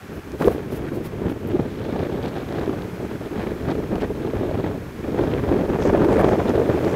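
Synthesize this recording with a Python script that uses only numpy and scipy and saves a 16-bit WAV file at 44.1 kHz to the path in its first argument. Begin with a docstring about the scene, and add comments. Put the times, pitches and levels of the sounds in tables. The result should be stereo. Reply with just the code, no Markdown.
"""Under a street lamp at night, gusty wind blows over the two microphone ports of a hand-held camera.
Eddies (swirls of air) buffet each port on its own, the windward right one harder, and tear into a
crackling flutter when the flow is fast. Sharp eddies slap a port, broad ones thump hollowly, and the
air cracks and rasps at the rim. Wind also washes through the surroundings, and the hand rubs, ticks
and bumps on the case."""
import sys
import numpy as np
from scipy import signal
from scipy.io import wavfile
from scipy.ndimage import uniform_filter1d, minimum_filter1d

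SR = 44100
rng = np.random.default_rng(int(sys.argv[2]) if len(sys.argv) > 2 else 0)


def wav_record(signal):
    """Record a signal, one row per channel, as 16-bit PCM in the file named by sys.argv[1]."""
    frames = np.transpose(np.atleast_2d(signal))
    bounded = np.clip(frames, -1, 1)
    # unit amplitude maps onto the largest positive 16-bit level
    quanta = np.round(bounded * 32767).astype(np.int16)
    wavfile.write(sys.argv[1], SR, quanta)


N = 306495
TIME = np.arange(N) / SR
ORDINARY_BUFFET_DB, ORDINARY_FLUTTER_DB = -19, -35   # strengths in an ordinary gust

# sharp eddies that slap a port: t/s, level/dB, f/Hz, port ("L" or "R")
SHARP_EDDIES = [(.579, -14.5, 498, "R"), (.918, -14.5, 314, "R"), (1.297, -10.5, 300, "R"),
                (1.59, -13, 345, "R"), (1.926, -7.5, 305, "R"), (2.094, -11, 422, "R"),
                (2.676, -8.5, 425, "R"), (2.693, -7, 310, "R"), (3.436, -11, 407, "R"),
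                (3.696, -10.5, 330, "R"), (3.717, -12.5, 332, "R"), (3.751, -10.5, 487, "R"),
                (3.832, -14, 292, "L"), (3.913, -10, 407, "L"), (3.954, -17, 390, "R"),
                (3.981, -11, 438, "R"), (4.031, -8.5, 385, "R"), (4.248, -6.5, 390, "R"),
                (4.334, -12, 546, "R"), (4.511, -12, 640, "R"), (4.573, -10.5, 272, "R"),
                (4.586, -15, 412, "L"), (4.64, -7.5, 347, "R"), (5.044, -10.5, 310, "L"),
                (5.144, -5.5, 437, "R"), (5.211, -6, 325, "R"), (5.514, -9, 365, "R"),
                (5.564, -8, 323, "R"), (5.635, -12, 593, "R"), (5.689, -11, 437, "R"),
                (5.787, -7.5, 463, "R"), (5.851, -4.5, 537, "R"), (5.872, -7, 395, "L"),
                (5.928, -5.5, 370, "L"), (5.947, -4, 657, "R"), (6.084, -1.5, 414, "R"),
                (6.229, -12, 674, "R"), (6.242, -5.5, 373, "L"), (6.311, -9, 620, "R"),
                (6.514, -10, 358, "L"), (6.536, -13, 540, "R"), (6.578, -7, 644, "R"),
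                (6.616, -9.5, 547, "R"), (6.691, -8, 392, "R"), (6.863, -8, 354, "R")]
# broad eddies that cover a port: t/s, half-length/s, level/dB, f/Hz, port
BROAD_EDDIES = [(0.431, .011, -17, 190, "R"), (.455, .007, -6.5, 350, "R"), (.479, .007, -7, 420, "L"),
                (0.505, .011, -13.5, 380.7, "R"), (1.551, .01, -7.5, 335, "R"),
                (1.619, .009, -15, 114.6, "R"), (3.934, 0.011, -12, 200, "R"), (6.063, .011, -6, 380, "R")]


def from_db(db):
    """Turn decibels into a gain."""
    return 10 ** (np.asarray(db) / 20)


def in_time(rows):
    """Join rows of (time, values...) into one curve per value column."""
    times, *columns = np.transpose(rows)
    return [np.interp(TIME, times, column) for column in columns]


def at_hz(points, hz):
    """Read a table of (frequency, value) on a log-frequency axis."""
    freqs, values = np.transpose(points)
    return np.interp(np.log(hz), np.log(freqs), values)


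def bell(t, half_length):
    """A smooth hump of height 1 at time t."""
    out = np.zeros(N)
    near = slice(*np.searchsorted(TIME, [t - 4 * half_length, t + 4 * half_length]))
    out[near] = np.exp(-((TIME[near] - t) / half_length) ** 2)
    return out


def drift(rate_hz):
    """A smooth random wobble of typical size 1; a higher rate makes it quicker."""
    step = 20   # samples per random value
    pole = np.exp(-2 * np.pi * rate_hz * step / SR)
    white = rng.standard_normal(N // step + 2002)
    slow = signal.lfilter([1], [1, -2 * pole, pole * pole], white)[2000:]   # let the filter settle
    return np.interp(np.arange(N) / step, np.arange(len(slow)), slow / slow.std())


def swelling(rate_hz, swing_db):
    """A randomly swelling gain with an average power of 1."""
    gain = from_db(swing_db * 2 * np.tanh(drift(rate_hz) / 2))
    return gain / np.sqrt(np.mean(gain ** 2))


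def around(noise, hz, spread):
    """Keep the band from hz / spread to hz * spread."""
    edges = [hz / spread, min(hz * spread, 18000)]
    return signal.sosfilt(signal.butter(2, edges, "band", fs=SR, output="sos"), noise)


def noise_bands(spectrum):
    """Yield (centre frequency, noise) band by band, at the spectrum's level per Hz."""
    edges = np.concatenate([np.geomspace(20, 2500, 15), np.geomspace(3400, 16500, 8)])
    white = rng.standard_normal((2, N))   # neighbouring bands use different noise
    for k, (low, high) in enumerate(zip(edges, edges[1:])):
        hz = np.sqrt(low * high)
        if spectrum[0][0] / 1.2 < hz < spectrum[-1][0] * 1.2:
            band_pass = signal.butter(2, [low, high], "band", fs=SR, output="sos")
            band = signal.sosfilt(band_pass, white[k % 2])
            level = np.sqrt(high - low) * from_db(at_hz(spectrum, hz))
            yield hz, level * band / band.std()


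def hiss(spectrum):
    """Steady noise with the given spectrum."""
    return sum(band for hz, band in noise_bands(spectrum))


def airflow():
    """Wind plus gusts and lulls: strength at the right and left ports, and extra tearing, in dB."""
    # the underlying wind: t/s, right level/dB, left level/dB
    wind = [(0.0, -52, -50), (0.03, -36.5, -42.5), (0.56, -20.5, -26.5), (1.15, -22.5, -31),
            (1.8, -21, -32), (2.16, -19.5, -22.5), (2.34, -23.5, -40), (2.89, -22, -31.5),
            (3.55, -21.5, -28), (4.45, -27.5, -22), (4.75, -24.5, -24.5), (4.93, -33, -34.5),
            (5.06, -20, -22.5), (5.79, -15, -22.5), (5.94, -14, -17.5), (6.31, -11.5, -21.5),
            (6.43, -14.5, -19.5), (6.95, -16, -24)]
    # gusts on top of it: t/s, half-length/s, right surge/dB, left surge/dB, extra tearing/dB
    gusts = [(0.137, 0.1, 8, 7.5, -1), (0.353, 0.022, 4.5, 8.5, -6), (0.431, 0.037, 9.5, 9.5, 2.5),
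             (0.496, 0.032, 6.5, -0.5, 1.5), (0.76, 0.089, 0, -1, -3.5), (0.977, 0.07, 1.5, 3.5, -8),
             (1.271, 0.052, 4.5, 4, -1.5), (1.59, 0.047, 6, 7.5, -5), (1.494, 0.079, 2.5, 5, -3.5),
             (1.984, 0.096, 2, -1, 1), (2.259, 0.031, 2, 3, 4.5), (2.373, 0.048, 1.5, 5, 6),
             (2.586, 0.15, 3.5, 6.5, 2.5), (2.894, 0.031, 0.5, 7.5, -5), (3.041, 0.02, 2, 2, -5),
             (3.408, 0.042, 1, 2, 4), (3.488, 0.016, 1.5, -2, 5.5), (3.703, 0.025, 9, 2, 3.5),
             (3.786, 0.025, 3.5, 6, -15), (3.945, 0.029, 13.5, 4.5, -6.5), (4.031, 0.022, 9.5, 1.5, 4.5),
             (4.109, 0.013, 10, 1, -14), (4.267, 0.062, 5, -1.5, 3), (4.395, 0.063, 8, -3, -0.5),
             (4.547, 0.11, 7, -2.5, 1), (4.675, 0.053, 4.5, -1, 2.5), (5.211, 0.033, 6, 2, -1.5),
             (5.534, 0.037, 4, 3.5, -4), (6.208, 0.021, 1.5, 3, 2), (6.601, 0.025, 3.5, 1.5, -2.5),
             (6.706, 0.021, 4, -1.5, -2), (6.856, 0.02, 5.5, 2, -6.5)]
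    # brief lulls at both ports: t/s, half-length/s, dip/dB
    lulls = [(0.079, 0.0076, -25), (0.222, 0.024, -13), (0.375, 0.017, -8), (0.474, .004, -4.5),
             (.645, 0.049, -4.5), (0.9, 0.0076, -9), (1.09, 0.066, -3.5), (1.395, 0.06, -5.5),
             (1.733, 0.06, -4), (2.079, 0.008, -7), (2.465, 0.022, -6.5), (2.917, 0.06, -4.5),
             (2.991, 0.0067, -7), (3.085, 0.017, -5), (3.188, 0.027, -7.5), (3.295, 0.019, -8.5),
             (3.567, 0.027, -4.5), (3.88, 0.018, -1.5), (3.969, 0.0073, -5.5), (4.01, 0.0063, -5),
             (4.08, 0.018, -2.5), (4.137, 0.0096, -8.5), (4.321, 0.0067, -9), (4.62, 0.0095, -5.5),
             (4.798, 0.0074, -8), (5.024, 0.0065, -16), (5.104, .02, -3), (5.417, 0.011, -7),
             (5.673, 0.0054, -17), (5.78, 0.0086, -4.5), (5.81, 0.0087, -4.5), (6.372, 0.022, -3),
             (6.446, .012, -4.5), (6.651, 0.023, -2.5), (6.807, 0.016, -3)]
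    squareness = 6.5   # 2 is a bell; more gives steeper sides and a flatter top
    right_db, left_db = in_time(wind)
    tear_db = np.zeros(N)
    for t, half_length, right_surge, left_surge, tearing in gusts:
        shape = np.exp(-np.minimum(np.abs(TIME - t) / half_length, 4) ** squareness)
        right_db += right_surge * shape
        left_db += left_surge * shape
        tear_db += tearing * shape
    lull_db = sum(dip * bell(t, half_length) for t, half_length, dip in lulls)
    return right_db + lull_db, left_db + lull_db, tear_db


def turbulence(spectrum, growth, drive_db, eddies, span_s):
    """Pressure of passing eddies: each band grows at its own rate as the flow drives it harder."""
    bands = list(noise_bands(spectrum))
    # even out swells slower than span_s, so that there the flow alone sets the strength
    swirling = eddies * sum(band for hz, band in bands)
    power = uniform_filter1d(swirling ** 2, int(span_s * SR) + 1)
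    levelling = np.sqrt(sum(band.var() for hz, band in bands) / (power + 1e-14))
    driven = sum(band * from_db(at_hz(growth, hz) * drive_db) for hz, band in bands)
    return eddies * levelling * driven


def buffet_and_flutter(buffet_db, flutter_db):
    """Large eddies rumble at a port and shed small ones in short crackling bursts."""
    # rumble and flutter in an ordinary gust: f/Hz, level/dB per Hz
    buffet_spectrum = [(22, -55), (35, -60), (60, -46.5), (100, -44), (150, -45), (210, -46.5),
                       (290, -44.5), (390, -44.5), (600, -59), (900, -76.5), (1500, -89), (3000, -100)]
    flutter_spectrum = [(350, -64), (600, -56), (950, -70.5), (1300, -71), (1900, -72.5), (2500, -86),
                        (3300, -76.5), (4500, -114), (7000, -102), (12000, -112)]
    # how each band follows the flow: f/Hz, growth/dB per dB
    buffet_growth = [(30, 0.6), (100, 0.75), (200, 0.91), (370, 1.24), (600, 2), (1200, 2)]
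    flutter_growth = [(500, 0.97), (950, 1.23), (2000, 0.81), (3200, 0.48), (6000, 0.36)]
    # weight that the widest eddies give the deep bass: t/s, gain/dB
    bass_weight = [(0, -8), (.8, -3.5), (1.25, 3.5), (1.53, -1), (1.7, -0.5), (2.2, -5), (3.6, 1), (5.1, 1),
                   (5.9, 3.5), (6.95, -8)]
    eddies = swelling(rate_hz=42.3, swing_db=3.0)
    bursts = eddies * swelling(rate_hz=280, swing_db=5.7)
    buffet_drive = buffet_db - ORDINARY_BUFFET_DB
    flutter_drive = flutter_db - ORDINARY_FLUTTER_DB
    buffet = turbulence(buffet_spectrum, buffet_growth, buffet_drive, eddies, span_s=0.075)
    flutter = turbulence(flutter_spectrum, flutter_growth, flutter_drive, bursts, span_s=0.063)
    bass_db, = in_time(bass_weight)
    bass = signal.sosfilt(signal.butter(1, 110, fs=SR, output="sos"), buffet)
    return buffet + (from_db(bass_db) - 1) * bass + flutter


def sheltered_port(wind_db):
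    """The left port is out of the direct wind, so the flow tears only in the strongest gusts."""
    brighten_db = 8.0   # drive the eddies harder for a brighter tone, then turn them down
    flow_db = wind_db + brighten_db
    flutter_db = ORDINARY_FLUTTER_DB - 12 + 2.5 * (flow_db - ORDINARY_BUFFET_DB)
    wind = from_db(-brighten_db) * buffet_and_flutter(flow_db, flutter_db)
    return wind * slackening("L") + slaps("L") + hollow_thumps("L")


def windward_port(wind_db, tear_db):
    """The right port faces the wind: flutter grows faster than rumble, and the rim rasps and cracks."""
    flutter_db = ORDINARY_FLUTTER_DB + 3.5 + 1.43 * (wind_db - ORDINARY_BUFFET_DB) + tear_db
    wind = buffet_and_flutter(wind_db, flutter_db) * slackening("R")
    return wind + slaps("R") + hollow_thumps("R") + rim_rasp(flutter_db, tear_db) + rim_cracks()


def surroundings():
    """Far wind makes a smooth wash, partly alike at both ports, with a thin hiss on top."""
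    # the far wash, and the hiss lifted by the hollows of the ports: f/Hz, relative level/dB per Hz
    wash_spectrum = [(100, -56), (600, -36.5), (1100, -38), (1800, -37), (2600, -47.5), (4000, -52),
                     (6000, -55.5), (9000, -60), (15000, -64.5)]
    air_spectrum = [(4000, -60), (7000, -55), (9500, -76), (12000, -53.5), (14000, -59), (16000, -60)]
    # how alike the wash is left and right: f/Hz, likeness (1 = the same, 0 = unrelated)
    likeness = [(200, 0.34), (1000, 0.23), (2000, 0.097), (3500, 0.11), (6000, -0.014)]
    # slow rise and fall of both sounds: t/s, gain/dB
    swell = [(0.0, -37), (1.45, -38.5), (3.0, -35.5), (4.6, -37), (6.95, -33)]
    wash = 0
    for (hz, common), (_, opposed) in zip(noise_bands(wash_spectrum), noise_bands(wash_spectrum)):
        alike = at_hz(likeness, hz)
        wash = wash + np.sqrt((1 + alike) / 2) * common
        wash = wash + np.sqrt((1 - alike) / 2) * opposed * [[1], [-1]]
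    air = np.array([hiss(air_spectrum), from_db(-9.0) * hiss(air_spectrum)])
    swell_db, = in_time(swell)
    return from_db(swell_db) * (wash + air)


def crackle(per_s, spread_db, decay_s, smooth_share):
    """A gain that leaps in tiny random bursts, with an average power of 1."""
    sizes = from_db(spread_db * np.minimum(rng.exponential(1, N), 3))
    kicks = sizes * (rng.random(N) < per_s / SR)
    power = signal.lfilter([1], [1, -np.exp(-1 / (decay_s * SR))], kicks + 1e-9) ** 2
    return np.sqrt(smooth_share + (1 - smooth_share) * power / power.mean())


def rim_rasp(flutter_db, tear_db):
    """Tiny swirls shed from the rim hiss and crackle, along with the flutter and in spurts."""
    # the rasp in strong flutter, before extra tearing: t/s, level/dB
    full_rasp = [(0, -54), (1.2, -61), (1.6, -45), (1.9, -41.5), (2.3, -44.5), (2.7, -41), (3.45, -44),
                 (4.0, -44.5), (4.4, -43), (5.3, -43), (5.8, -53), (6.15, -63), (6.5, -45), (6.95, -42.5)]
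    # the fastest air tearing over the rim: t/s, half-length/s, level/dB, f/Hz
    spurts = [(0.421, .009, -21, 1180), (0.482, 0.0058, -20, 900), (0.884, 0.015, -35.5, 1780),
              (1.298, 0.0067, -36, 2700), (1.506, 0.053, -48, 2680), (1.75, 0.19, -50.5, 3080),
              (3.417, 0.02, -32, 1900), (2.02, 0.04, -52, 3400), (2.283, 0.035, -50, 3300),
              (2.602, 0.062, -54, 3300), (3.708, 0.011, -34, 2040), (4.019, 0.015, -35, 2200),
              (5.24, 0.041, -50, 4440), (5.852, 0.048, -40.5, 5250), (6.136, 0.06, -47.5, 6500),
              (6.202, 0.017, -41, 9500), (6.1, 0.19, -30.5, 900), (6.226, 0.14, -43, 1910),
              (6.296, 0.035, -46, 5600), (6.35, 0.31, -50, 5040), (6.89, 0.06, -44, 5370)]
    rasp_hz, strong_flutter_db = 3300, -25.5
    full_db, = in_time(full_rasp)
    fade_db = 1.2 * np.minimum(flutter_db - strong_flutter_db, 0)
    rasp_gain = from_db(full_db + fade_db + 0.62 * tear_db) * swelling(rate_hz=34, swing_db=6.0)
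    white = rng.standard_normal(N)
    rasp = around(white, rasp_hz, spread=1.23)
    out = rasp_gain * rasp / rasp.std()
    for t, half_length, db, hz in spurts:
        spurt = around(white, hz, spread=1.31)
        out += from_db(db) * bell(t, half_length) * spurt / spurt.std()
    return out * crackle(per_s=260, spread_db=0.6, decay_s=0.001, smooth_share=0.38)


def fingers(tick_decay_s, right_db):
    """Skin rubs over the case and makes it tick, nearer to the left port."""
    # skin sliding on the case: t/s, length/s, gain/dB
    rubs = [(.16, 0.044, -53), (.42, 0.05, -43.5), (.465, 0.018, -40.5), (.52, 0.062, -45),
            (.725, 0.022, -43), (.765, 0.027, -42.5), (.955, 0.034, -47), (1.058, 0.027, -41),
            (1.305, 0.022, -47)]
    # the hiss of sliding skin: f/Hz, relative level/dB per Hz
    rub_spectrum = [(800, -31), (2000, -32.5), (4000, -39), (7000, -45), (9500, -43.5), (12500, -38.5),
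                    (15500, -42)]
    # dry ticks of the case: t/s, left peak level/dB, f/Hz, spread (ratio to each side)
    ticks = [(0.319, -25.5, 3300, 2.4), (1.474, -31, 13100, 1.1), (1.4865, -34, 12500, 1.2)]
    sliding = sum(from_db(db) * bell(t, length / np.sqrt(2)) for t, length, db in rubs)
    out = sliding * np.array([hiss(rub_spectrum), hiss(rub_spectrum)])
    age = TIME[:SR // 20]
    for t, db, hz, spread in ticks:
        burst = rng.standard_normal((2, len(age))) * np.exp(-age / tick_decay_s)
        tick = around(burst, hz, spread)
        start = round(t * SR)
        out[:, start:start + len(age)] += from_db(db) * tick / np.abs(tick).max(axis=1, keepdims=True)
    return out * from_db([[0], [right_db]])


def slackening(side):
    """A gain: the flow at a port weakens while a broad eddy covers it and just before each slap."""
    depth_db, lead_s = -7.5, 0.004
    covered = sum(bell(t, half_length) for t, half_length, _, _, port in BROAD_EDDIES if port == side)
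    ahead = sum(bell(t - lead_s, half_length=0.008) for t, _, _, port in SHARP_EDDIES if port == side)
    return from_db(depth_db * (covered + ahead))


def hollow_thumps(side):
    """A broad eddy keeps the air in the port ringing for a few cycles, rising in pitch as it passes."""
    rise_octaves_per_s, wander_octaves = 32, 0.1
    wander = wander_octaves * drift(rate_hz=129)
    out = np.zeros(N)
    for t, half_length, db, hz, port in BROAD_EDDIES:
        if port == side:
            octaves = rise_octaves_per_s * np.clip(TIME - t, -half_length, half_length) + wander
            phase = 2 * np.pi * np.cumsum(hz * 2 ** octaves) / SR
            out += from_db(db) * bell(t, half_length) * np.sin(phase)
    return out


def rim_cracks(decay_s=0.0005):
    """The flow snaps off the rim in dry cracks of about a millisecond."""
    # cracks at the right port: t/s, peak level/dB, f/Hz
    cracks = [(.445, -16.5, 2280), (0.581, -28, 2700), (1.925, -29, 3000), (1.993, -22.5, 2700),
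              (2.036, -24, 3500), (2.26, -26, 3100), (2.282, -26, 4000), (2.289, -29, 4070),
              (2.342, -29, 2900), (2.525, -24.5, 3020), (2.596, -27, 3970), (2.66, -26, 3200),
              (2.821, -24, 2310), (3.471, -18, 1700), (3.754, -26, 1700), (3.956, -20, 2100),
              (5.317, -22, 2300), (5.338, -18, 2300), (5.383, -19, 1990), (5.826, -18.5, 2760),
              (6.494, -23, 5200), (6.556, -22, 2800), (6.848, -24, 3800)]
    out, age = np.zeros(N), TIME[:SR // 100]
    for t, db, hz in cracks:
        burst = rng.standard_normal(len(age)) * np.exp(-age / decay_s)
        snap = around(burst, hz, spread=1.37)
        start = round(t * SR)
        out[start:start + len(age)] += from_db(db) * snap / np.abs(snap).max()
    return out


def case_bumps(contact_hz):
    """Soft jolts from the hand set the case ringing; a lower contact_hz makes them duller."""
    # jolts on the case: t/s, push level/dB, left minus right/dB
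    jolts = [(0.4745, 5, -9), (0.4844, -0.5, 3), (6.578, -4, 0)]
    # the tones the case rings at: f/Hz, gain/dB, time to fade by 60 dB/s
    case_tones = [(450, -4, 0.03), (239, -30, 0.017), (1030, -36, .025)]
    pushes, out = np.zeros((2, N)), np.zeros((2, N))
    for t, db, pan_db in jolts:
        pushes[:, round(t * SR)] = from_db([db + pan_db / 2, db - pan_db / 2])
    softened = signal.sosfilt(signal.butter(2, contact_hz, fs=SR, output="sos"), pushes + 1e-18)
    for hz, db, ring_s in case_tones:
        decay = from_db(-60 / (ring_s * SR))
        angle = 2 * np.pi * hz / SR
        ring = signal.lfilter([0, np.sin(angle)], [1, -2 * decay * np.cos(angle), decay ** 2], softened)
        out += from_db(db) * ring
    return out


def slaps(side):
    """A sharp eddy rings the air in the port for a few falling cycles, with a puff of torn air."""
    rise_s, pitch_halving_s = 0.0022, 0.057
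    tear_db, tear_hz = -18, 805
    out, age = np.zeros(N), TIME[:SR // 20]
    shape = age / rise_s * np.exp(1 - age / rise_s)
    for t, db, hz, port in SHARP_EDDIES:
        tear = around(rng.standard_normal(len(age)), tear_hz, spread=1.6)
        if port == side:
            ring = np.sin(2 * np.pi * hz * pitch_halving_s * np.log1p(age / pitch_halving_s))
            slap = shape * (ring + from_db(tear_db) * tear / tear.std())
            start = round(t * SR)
            out[start:start + len(age)] += from_db(db) * slap
    return out


def scene():
    """Wind on the ports, wind all around, and the hand on the case."""
    right_db, left_db, tear_db = airflow()
    ports = np.array([sheltered_port(left_db), windward_port(right_db, tear_db)])
    far_wind = surroundings()
    hand = fingers(tick_decay_s=0.00099, right_db=-3.0) + case_bumps(contact_hz=905)
    return ports + far_wind + hand


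def record(dry):
    """A fast limiter turns each channel down around its highest peaks; the top treble is cut."""
    ceiling, cutoff_hz = 0.93, 15650
    span = SR // 200   # 5 ms
    allowed_gain = np.minimum(1, ceiling / (np.abs(dry) + 1e-9))
    held_gain = minimum_filter1d(allowed_gain, span, axis=1)
    limited = dry * uniform_filter1d(held_gain, span, axis=1)
    return signal.sosfilt(signal.ellip(14, .1, 80, cutoff_hz, fs=SR, output="sos"), limited)


dry = scene()
out = record(dry)
wav_record(out)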